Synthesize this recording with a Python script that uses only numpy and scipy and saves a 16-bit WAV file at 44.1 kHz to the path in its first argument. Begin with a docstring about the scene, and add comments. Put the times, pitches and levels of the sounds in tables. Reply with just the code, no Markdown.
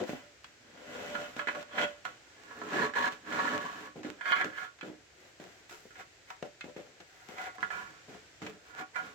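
"""A pencil pushed in short strokes along a straightedge over ceramic tiles on a wooden bench, close to a phone.
A workshop hums quietly throughout, as filtered noise. From the first instant, grit under the sliding contact
rings banks of tile and bench modes, while the bare contact hisses and the hand swishes as coloured noise.
Small knocks with dying tails join at once and recur to the end: bright tile knocks gather from about 1 to 4.5 s,
a strong bench thud comes near 6.4 s and the strongest tile knock near 7.6 s. A short room tail follows it all."""
import sys
import numpy as np
from scipy import signal
from scipy.fft import rfft, irfft
from scipy.io import wavfile

SR = 44100
rng = np.random.default_rng(int(sys.argv[2]) if len(sys.argv) > 2 else 0)


def linear_from_db(decibels):
    """Turn decibels (scalar or array-like) into linear amplitude factors; 0 gives 1."""
    return 10 ** (np.asarray(decibels, float) / 20)


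def master(y):
    """Save y as 16-bit WAV."""
    cut = np.clip(np.atleast_2d(y).T, -1, 1)
    pcm = np.round(cut * 32767)  # scale
    wavfile.write(sys.argv[1], SR, pcm.astype(np.int16))


N = 403074
T = np.arange(N) / SR

# workshop air and microphone noise colour: (frequency [Hz], gain [dB])
SHOP_COLOUR = [(25, -40), (60, -1), (125, 0.5), (220, -11), (320, -1), (650, -4), (850, -6.5), (1100, -10),
               (1600, -2), (2200, -4), (3500, -9), (7000, -11.5), (16000, -12.5)]
SHOP_DB, SHOP_SWELL_DB = -55, 1  # level ahead of the microphone colour; spread of its slow swell

# slides, and the rumbling or ringing tails that die out after knocks:
# (full level [s], rise [s], hold [s], fall [s], tile ring [dB], bench rumble [dB])
SLIDES_AND_TAILS = [(0.0, .01, 0.0046, 0.14, -49.5, -32.5), (0.086, .05, 0.01, 0.27, -47.5, -46),
                    (0.462, 0.072, .01, 0.28, -74, -65.5), (0.943, 0.4, 0.12, 0.23, -51, -45),
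                    (1.158, 0.54, 0.059, 0.26, -46, -43.5), (1.386, 0.067, 0.013, 0.14, -41.5, -46),
                    (1.48, 0.025, 0.033, 0.12, -48, -48), (1.553, 0.056, 0.065, 0.077, -52, -45),
                    (1.793, .12, 0.05, 0.033, -30.5, -36), (1.854, 0.025, .01, 0.19, -46, -49),
                    (2.049, .01, .01, 0.18, -46.5, -53), (2.648, 0.62, 0.011, 0.22, -49.5, -51.5),
                    (2.749, .15, 0.1, 0.1, -31.5, -35), (2.958, 0.019, 0.12, 0.033, -29.5, -41.5),
                    (3.109, 0.035, .02, 0.15, -48, -51), (3.268, .012, 0.027, .1, -60, -44),
                    (3.331, .12, 0.22, 0.16, -34, -40), (3.614, .05, 0.058, 0.27, -40.5, -48),
                    (3.758, 0.11, 0.11, 0.067, -46, -53.5), (3.961, .008, 0.037, 0.08, -74, -46.5),
                    (4.046, .02, 0.025, 0.2, -56.5, -42.5), (4.281, .1, 0.051, 0.043, -28.5, -56),
                    (4.358, 0.023, 0.061, 0.049, -32.5, -54), (4.446, .05, 0.017, .15, -45.5, -48.5),
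                    (4.584, 0.14, 0.061, 0.073, -40, -57), (4.832, .01, .05, 0.16, -66, -44.5),
                    (5.218, 0.2, 0.068, 0.098, -69.5, -62), (5.402, 0.015, 0.0087, 0.46, -61, -51.5),
                    (5.711, .02, .01, 0.15, -52.5, -53.5), (6.0, 0.081, .01, 0.05, -44, -55.5),
                    (6.302, 0.054, .01, 0.078, -48.5, -68), (6.448, 0.012, 0.0082, 0.069, -65, -45),
                    (6.647, 0.015, 0.053, .04, -70, -48.5), (6.767, 0.018, 0.016, .25, -62.5, -49),
                    (7.009, 0.012, 0.0038, 0.055, -70, -52.5), (7.146, 0.41, 0.2, .1, -61, -76),
                    (7.292, 0.034, 0.02, 0.26, -58, -51), (7.398, .12, 0.076, 0.073, -40, -53),
                    (7.55, .03, 0.0084, 0.027, -49, -71), (7.632, 0.073, 0.0079, 0.15, -49, -47.5),
                    (7.709, 0.007, 0.011, 0.26, -37, -60), (7.753, .05, 0.05, 0.33, -47, -54.5),
                    (8.094, 0.04, .05, 0.16, -65, -47.5), (8.427, 0.026, 0.024, 0.2, -56.5, -42.5),
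                    (8.67, 0.13, 0.032, .1, -58, -69), (8.792, 0.094, 0.024, 0.051, -39, -50),
                    (8.961, 0.034, 0.039, 0.047, -35, -68), (9.036, 0.14, 0.022, 0.23, -50.5, -52.5)]
SWELL_RANGE_DB = 30  # a swell rises and falls by this much in its rise and fall time
SWELL_ROUNDING = 1.036  # 1 = straight flanks in dB, more = round top and abrupt ends

# knocks and slips: (time [s], tile [dB], bench [dB], tick [dB], loudest region [Hz]);
# a region below the tile's modes lies in the bench
KNOCKS = [(0.011, -59, -40.5, -65, 1860), (0.093, -68, -32, -55, 1150), (0.132, -65, -32.5, -69, 870),
          (0.4436, -47, -64, -51.5, 2580), (1.151, -27.5, -42, -72, 1420), (1.365, -52, -37.5, -53, 2020),
          (1.393, -26, -70, -55, 1550), (1.472, -27.5, -38, -48, 1510), (1.485, -21.5, -40, -55, 1640),
          (1.549, -28, -68, -53, 1300), (1.784, -21.5, -53, -77, 1530), (2.052, -22.5, -70, -46, 1010),
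          (2.51, -47, -55, -78, 1098), (2.616, -35, -41, -67, 1360), (2.937, -34, -58, -50, 1690),
          (2.952, -35, -60, -71, 1690), (3.122, -50, -49, -52, 1540), (3.324, -34, -52, -56, 1710),
          (3.39, -21, -66, -74, 1020), (3.957, -65, -44, -83, 1340), (4.032, -47, -66, -52.5, 1640),
          (4.048, -41, -39, -65, 2000), (4.21, -33, -62, -58, 1770), (4.256, -36, -60, -69, 1620),
          (4.312, -33, -43.5, -71, 1580), (4.364, -24.5, -57, -69, 1490), (4.412, -26.5, -65, -52, 1720),
          (4.444, -58, -38, -45, 1450), (4.788, -52, -75, -63, 2340), (4.8104, -36, -62, -53.5, 2600),
          (4.829, -44.5, -49, -63, 1550), (5.399, -51, -39, -74, 945), (5.695, -55, -68, -56, 1930),
          (5.854, -72, -44.5, -81, 1645), (5.907, -45, -59, -77, 1480), (5.955, -44, -97, -68, 1760),
          (6.303, -35, -69, -51, 935), (6.426, -30.5, -29.5, -46, 600), (6.6091, -32.5, -59, -49.5, 2870),
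          (6.642, -65, -38, -60, 2620), (6.764, -47, -34.5, -66, 2180), (7.003, -66, -50, -54.5, 3140),
          (7.29, -50, -46, -69, 2040), (7.383, -36, -58, -76, 1350), (7.583, -31.5, -53, -73, 830),
          (7.606, -46, -75, -54.5, 1870), (7.629, -19, -65, -66, 1620), (7.704, -25, -70, -65, 1550),
          (7.722, -43, -72, -72, 1340), (8.084, -74, -46, -81, 1640), (8.4184, -39, -37.5, -53, 2540),
          (8.425, -60, -33, -60, 187), (8.465, -29, -49, -50, 2560), (8.945, -39, -76, -72, 1600),
          (8.957, -29, -86, -74, 1390)]
TILE_CHATTER_T60_S, BENCH_CHATTER_T60_S, TICK_CHATTER_T60_S = 0.036, 0.053, 0.034
BENCH_REGION_HZ = 342  # where the bench answers a knock on the tile

# the hand works at five places along the edge and moves on at these moments: time [s]
MOVES = [2.3, 3.94, 5.1, 7.58]
# bench and straightedge modes: (frequency [Hz], width [Hz])
BENCH_MODES = [(130, 45), (205, 45), (262, 18), (311, 25), (370, 35), (432, 28), (510, 40), (552, 25),
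               (586, 11), (680, 45)]
# relative drive of each bench mode: (five columns, one for each place [dB],
# left minus right [dB], left lead [rad])
BENCH_DRIVE = [(-16, -10, -11, -12, -7.5, -10, 0.27), (-40, -14, -14, -12, -4.5, 0.5, -0.034),
               (-13.5, -3, -27, -50, -19.5, -16.5, -0.1), (-4, 9.5, 3.5, 0.5, 7, -2.5, 0.032),
               (-14, 0.5, -1, 6.5, -1, 0.5, 0.37), (-9, 7.5, -2.5, 2.5, 2.5, -4, -0.0078),
               (-6, 0, -3, 5, -3, 11, -0.75), (-16, 1, -17, -10.5, -53, 13, 0.044),
               (5.5, 6, -6, 6, 0, -3, 0.36), (-12.5, -3.5, -15, -7, -8, 17.5, -0.37)]
# tile modes: (frequency [Hz], width [Hz])
TILE_MODES = [(750, 22), (950, 16), (1020, 45), (1120, 16), (1330, 35), (1426, 20), (1482, 22), (1648, 30),
              (1700, 35), (1850, 30), (1995, 45), (2120, 40), (2340, 26), (2555, 45), (2680, 40),
              (3000, 50), (3310, 35), (3510, 35), (4150, 120), (4520, 50)]
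# relative drive of each tile mode: (five columns, one for each place [dB],
# left minus right [dB], left lead [rad])
TILE_DRIVE = [(-10, -8.5, -8.5, 2.5, 0.5, 8, -0.6), (-11, -4.5, -13, -2, -7, 10.5, 3),
              (-13, -9.5, -47, -22, -4, -8, -2), (0.5, 4, 3, -1, 5.5, 2, -1.8),
              (-18, -9.5, -9.5, -18, -3, -14, -3.5), (-2, -12, 0.5, 0, 6, -6.5, -3),
              (0, -9, -28, -15, -10.5, -5, 1.6), (-3, -7, 1.5, -7, 1.5, 3.5, -1.5),
              (-10, -2.5, -2, -14.5, -3, -11.5, -0.5), (-12, -8, -13, -12, -22, 6, -0.5),
              (-1.5, -12.5, -6.5, -3, -6.5, -2, 1.5), (-17, -21, -11, -5, -30, 3, 0.94),
              (-7, -14, -8, -13, 0, -5, 2.7), (-15.5, -34, -24, -18, -35, -14, 5.5),
              (-6.5, -32, -28, -25, -44, 3.5, 2.5), (-8, -19.5, -13, -18, -19, 7.5, 2),
              (-12, -32, -17, -37, -27, -8, 6), (-16, -22, -16.5, -16, -28, 2, 4.5),
              (-29, -31, -32.5, -37, -57, 22, -4.5), (-32, -31, -23, -36, -48, -3.5, -1.5)]

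# colour of the bare contact hiss: (frequency [Hz], gain [dB])
HISS_COLOUR = [(300, -47.5), (700, 18), (1500, 19), (2500, 16.5), (4000, 9.5), (5000, 4), (7000, 3.5),
               (16000, -3.5)]
# dB of hiss per dB of tile ring and of bench rumble; hiss drive were both at 0 dB
HISS_PER_TILE, HISS_PER_BENCH, HISS_DB = 0.37, 0.43, -21.5
PORT_LAG = 3  # samples by which the shared hiss reaches the left port late

# colour of the hand's swish: (frequency [Hz], gain [dB])
SWISH_COLOUR = [(3000, 2.5), (9000, 6.5), (11000, 14.5), (16000, 13.5)]
# extra swells of airy high swish, mostly over slides and knocks:
# (full level [s], rise [s], hold [s], fall [s], swish drive [dB])
SWISH_SWELLS = [(5.58, .6, 0.018, 0.18, -77), (5.695, 0.019, .02, .6, -63), (7.378, 0.28, 0.017, 0.17, -74),
                (8.48, 0.086, .02, 0.1, -73), (0.086, 0.11, .03, .2, -62), (1.004, 0.32, 0.34, .1, -70)]
SWISH_SLOPE, SWISH_DB = 0.34, -64  # dB of swish per dB of tile ring; swish drive at a -40 dB ring

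ROOM_T60_S, ROOM_DB = .2, -12  # tail decay time; tail level beside the direct sound
# phone microphone response: (frequency [Hz], gain [dB])
MIC_COLOUR = [(30, 4), (70, -4), (115, -4.5), (7500, -1.5), (8400, -9), (9500, -23.5), (10500, -18.5),
              (11500, -19), (15500, -22.5)]


def unit(x):
    """Scale to rms 1."""
    return x / np.sqrt(np.mean(x ** 2))


def colour(x, table):
    """Causal minimum-phase filter through (frequency [Hz], gain [dB]) points, from the folded cepstrum."""
    hz, db = np.transpose(table)
    grid_hz = np.linspace(1, SR / 2, num=2049)
    log_gain = np.log(linear_from_db(np.interp(np.log(grid_hz), np.log(hz), db)))
    cepstrum = irfft(log_gain)
    cepstrum[1:2048] *= 2
    cepstrum[2049:] = 0
    impulse = irfft(np.exp(rfft(cepstrum)))
    return signal.oaconvolve(x, impulse[None], axes=1)[:, :N]


def walk(rate):
    """Random levels joined by straight lines, rate new ones a second; spread near 1."""
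    knots = np.arange(0, N / SR + 1, 1 / rate)
    levels = rng.standard_normal(size=4000)[:len(knots)]
    return 1.2 * np.interp(T, knots, levels)


def shop():
    """Steady workshop air and microphone noise; the bass is mostly alike at both ports."""
    own, shared = rng.standard_normal((2, N)), rng.standard_normal((1, N))
    low, high = (signal.butter(1, 500, kind, fs=SR) for kind in ("low", "high"))
    treble = signal.lfilter(*high, own)
    bass = signal.lfilter(*low, 1.06 * shared + .5 * own)
    swell = linear_from_db(SHOP_DB + SHOP_SWELL_DB * walk(1.827))
    return swell * unit(colour(treble + bass, SHOP_COLOUR))


def swells(rows, db):
    """Level in dB of swells that rise, hold and fall; overlapping ones add in power."""
    t = T[::32]
    power = np.full(len(t), 1e-12)
    for (s, rise, hold, fall, *_), peak in zip(rows, db):
        before = (s - t) / max(rise, .002)
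        after = (t - s - max(hold, 0)) / max(fall, .002)
        away = np.maximum(np.maximum(before, after), 0)
        power += linear_from_db(peak - SWELL_RANGE_DB * away ** SWELL_ROUNDING) ** 2
    return np.interp(T, t, 10 * np.log10(power))


def grit(spread_db, flutter_db, rate):
    """Dense grains of very unequal size; the pressure flutters as the contact sticks and slips."""
    size = linear_from_db(spread_db * rng.exponential(size=N) + flutter_db * walk(rate))
    return unit(size * rng.standard_normal(N))


def blows(db, blow_share, grains, t60):
    """Each knock is one impulse, blow_share strong, and a dying chatter of grains."""
    force = np.zeros(N)
    fall = np.exp(-np.log(1000) * np.arange(SR // 4) / SR / t60)
    for (s, *_), gain in zip(KNOCKS, linear_from_db(db)):
        start = int(s * SR)
        stop = min(start + len(fall), N)
        force[start:stop] += gain * fall[:stop - start] * grains[start:stop]
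        force[start] += gain * blow_share
    return force


def ring(rub, knock, modes, drives, wander_db, rate, focus_db, focus_hz, band_hz):
    """Resonant modes, driven unevenly as the contact moves; each reaches the two ports in its own way."""
    out, power = np.zeros((2, N)), np.zeros(N)
    place = np.searchsorted(MOVES, T)
    # the knock now ringing, taken 1 ms early so its region is set before the blow
    latest = np.maximum(np.searchsorted(np.transpose(KNOCKS)[0], T + .001) - 1, 0)
    for (hz, width), (*db, pan_db, lead) in zip(modes, drives):
        pole = np.exp((2j * hz - width) * np.pi / SR)
        gain = linear_from_db(np.array(db))[place]
        # a knock lands elsewhere: it drives the modes more evenly, falling focus_db an octave from its region
        focus = linear_from_db(-focus_db * abs(np.log2(hz / focus_hz)))[latest]
        struck = gain ** .4 * focus
        rubbed = gain * linear_from_db(wander_db * walk(rate))
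        drive = (rub * rubbed + knock * struck) * 2 * (1 - abs(pole))
        z = signal.lfilter([1], [1, -pole], drive)
        port_gain = linear_from_db(np.array([pan_db, -pan_db]) / 2)
        port_phase = np.exp([.5j * lead, -.5j * lead])
        out += np.imag(z * (port_gain * port_phase)[:, None])
        power += gain ** 2 * (1 - abs(pole))
    # the body radiates little outside the range of its modes
    radiation = signal.butter(3, band_hz, "band", fs=SR, output="sos")
    return signal.sosfilt(radiation, out / np.sqrt(power))


def bench_rumble(grains):
    """Coarse grains and thuds excite the low modes of bench and straightedge."""
    rub = linear_from_db(swells(SLIDES_AND_TAILS, np.transpose(SLIDES_AND_TAILS)[5])) * grains
    _, _, thud_db, _, region_hz = np.transpose(KNOCKS)
    thuds = blows(thud_db, 23.5, grains, BENCH_CHATTER_T60_S)
    focus_hz = np.where(region_hz < TILE_MODES[0][0], region_hz, BENCH_REGION_HZ)
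    return ring(rub, thuds, BENCH_MODES, BENCH_DRIVE, wander_db=3.3, rate=6.2,
                focus_db=16, focus_hz=focus_hz, band_hz=[125, 1150])


def tile_ring(grains):
    """Fine grains and knocks excite the bright modes of the ceramic tile."""
    rub = linear_from_db(swells(SLIDES_AND_TAILS, np.transpose(SLIDES_AND_TAILS)[4])) * grains
    _, knock_db, _, _, region_hz = np.transpose(KNOCKS)
    knocks = blows(knock_db, 9, grains, TILE_CHATTER_T60_S)
    return ring(rub, knocks, TILE_MODES, TILE_DRIVE, wander_db=2.2, rate=18,
                focus_db=13, focus_hz=region_hz, band_hz=[520, 6000])


def contact_force(spread):
    """Noise and ticks at the bare contact; the noise follows both tile ring and bench rumble."""
    *_, tile_peak, bench_peak = np.transpose(SLIDES_AND_TAILS)
    hiss_peak = HISS_PER_TILE * tile_peak + HISS_PER_BENCH * bench_peak + HISS_DB
    rub = linear_from_db(swells(SLIDES_AND_TAILS, hiss_peak))
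    tick_db = np.transpose(KNOCKS)[3]
    return np.array([rub * g + blows(tick_db, 5, g, TICK_CHATTER_T60_S) for g in spread])


def hand_swish(spread, force):
    """Airy noise that follows the slides, tails and extra swells, with a little of the contact force."""
    ring_led_db = SWISH_DB + SWISH_SLOPE * (np.transpose(SLIDES_AND_TAILS)[4] + 40)
    ring_led = linear_from_db(swells(SLIDES_AND_TAILS, ring_led_db))
    extra = linear_from_db(swells(SWISH_SWELLS, np.transpose(SWISH_SWELLS)[-1]))
    return colour((ring_led + extra) * spread + linear_from_db(-16.5) * force, SWISH_COLOUR)


def handling():
    """Rubbing and knocks drive bench, tile, the bare contact hiss and the hand's swish."""
    fine, coarse = grit(3.17, 1.16, 120), grit(1.8, 1.85, 40)
    # the hiss comes from the whole length of the edge, so the ports share only part of it
    shared = np.array([np.roll(fine, PORT_LAG), fine])
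    own = np.array([grit(3.2, 0.59, 44) for _ in "LR"])
    spread = 0.56 * shared + 1.39 * own
    force = contact_force(spread)
    hiss = colour(force, HISS_COLOUR)
    return bench_rumble(coarse) + tile_ring(fine) + hiss + hand_swish(spread, force)


def room(x):
    """Short diffuse tail of decaying, softened noise, different at each port."""
    t = np.arange(SR // 3) / SR
    fall = np.exp(-np.log(1000) * t / ROOM_T60_S) * (t > .003)  # silent for the first 3 ms
    tail = rng.standard_normal((2, len(t))) * fall
    tail = signal.lfilter([.5], [1, -.45], tail)
    tail /= np.sqrt(np.sum(tail ** 2, axis=1, keepdims=True))
    return linear_from_db(ROOM_DB) * signal.oaconvolve(x, tail, axes=1)[:, :N]


def scene():
    """Handling in a small room over the workshop's hum."""
    near = handling()
    return near + room(near) + shop()


def top_cut(x):
    """Nothing passes above the cut-off."""
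    return signal.sosfilt(signal.butter(12, 16510, fs=SR, output="sos"), x)


def record(dry):
    """The phone microphone colours the sound, chiefly by dulling the treble."""
    mix = colour(dry, MIC_COLOUR)
    return top_cut(mix)


dry = scene()
out = record(dry)
master(out)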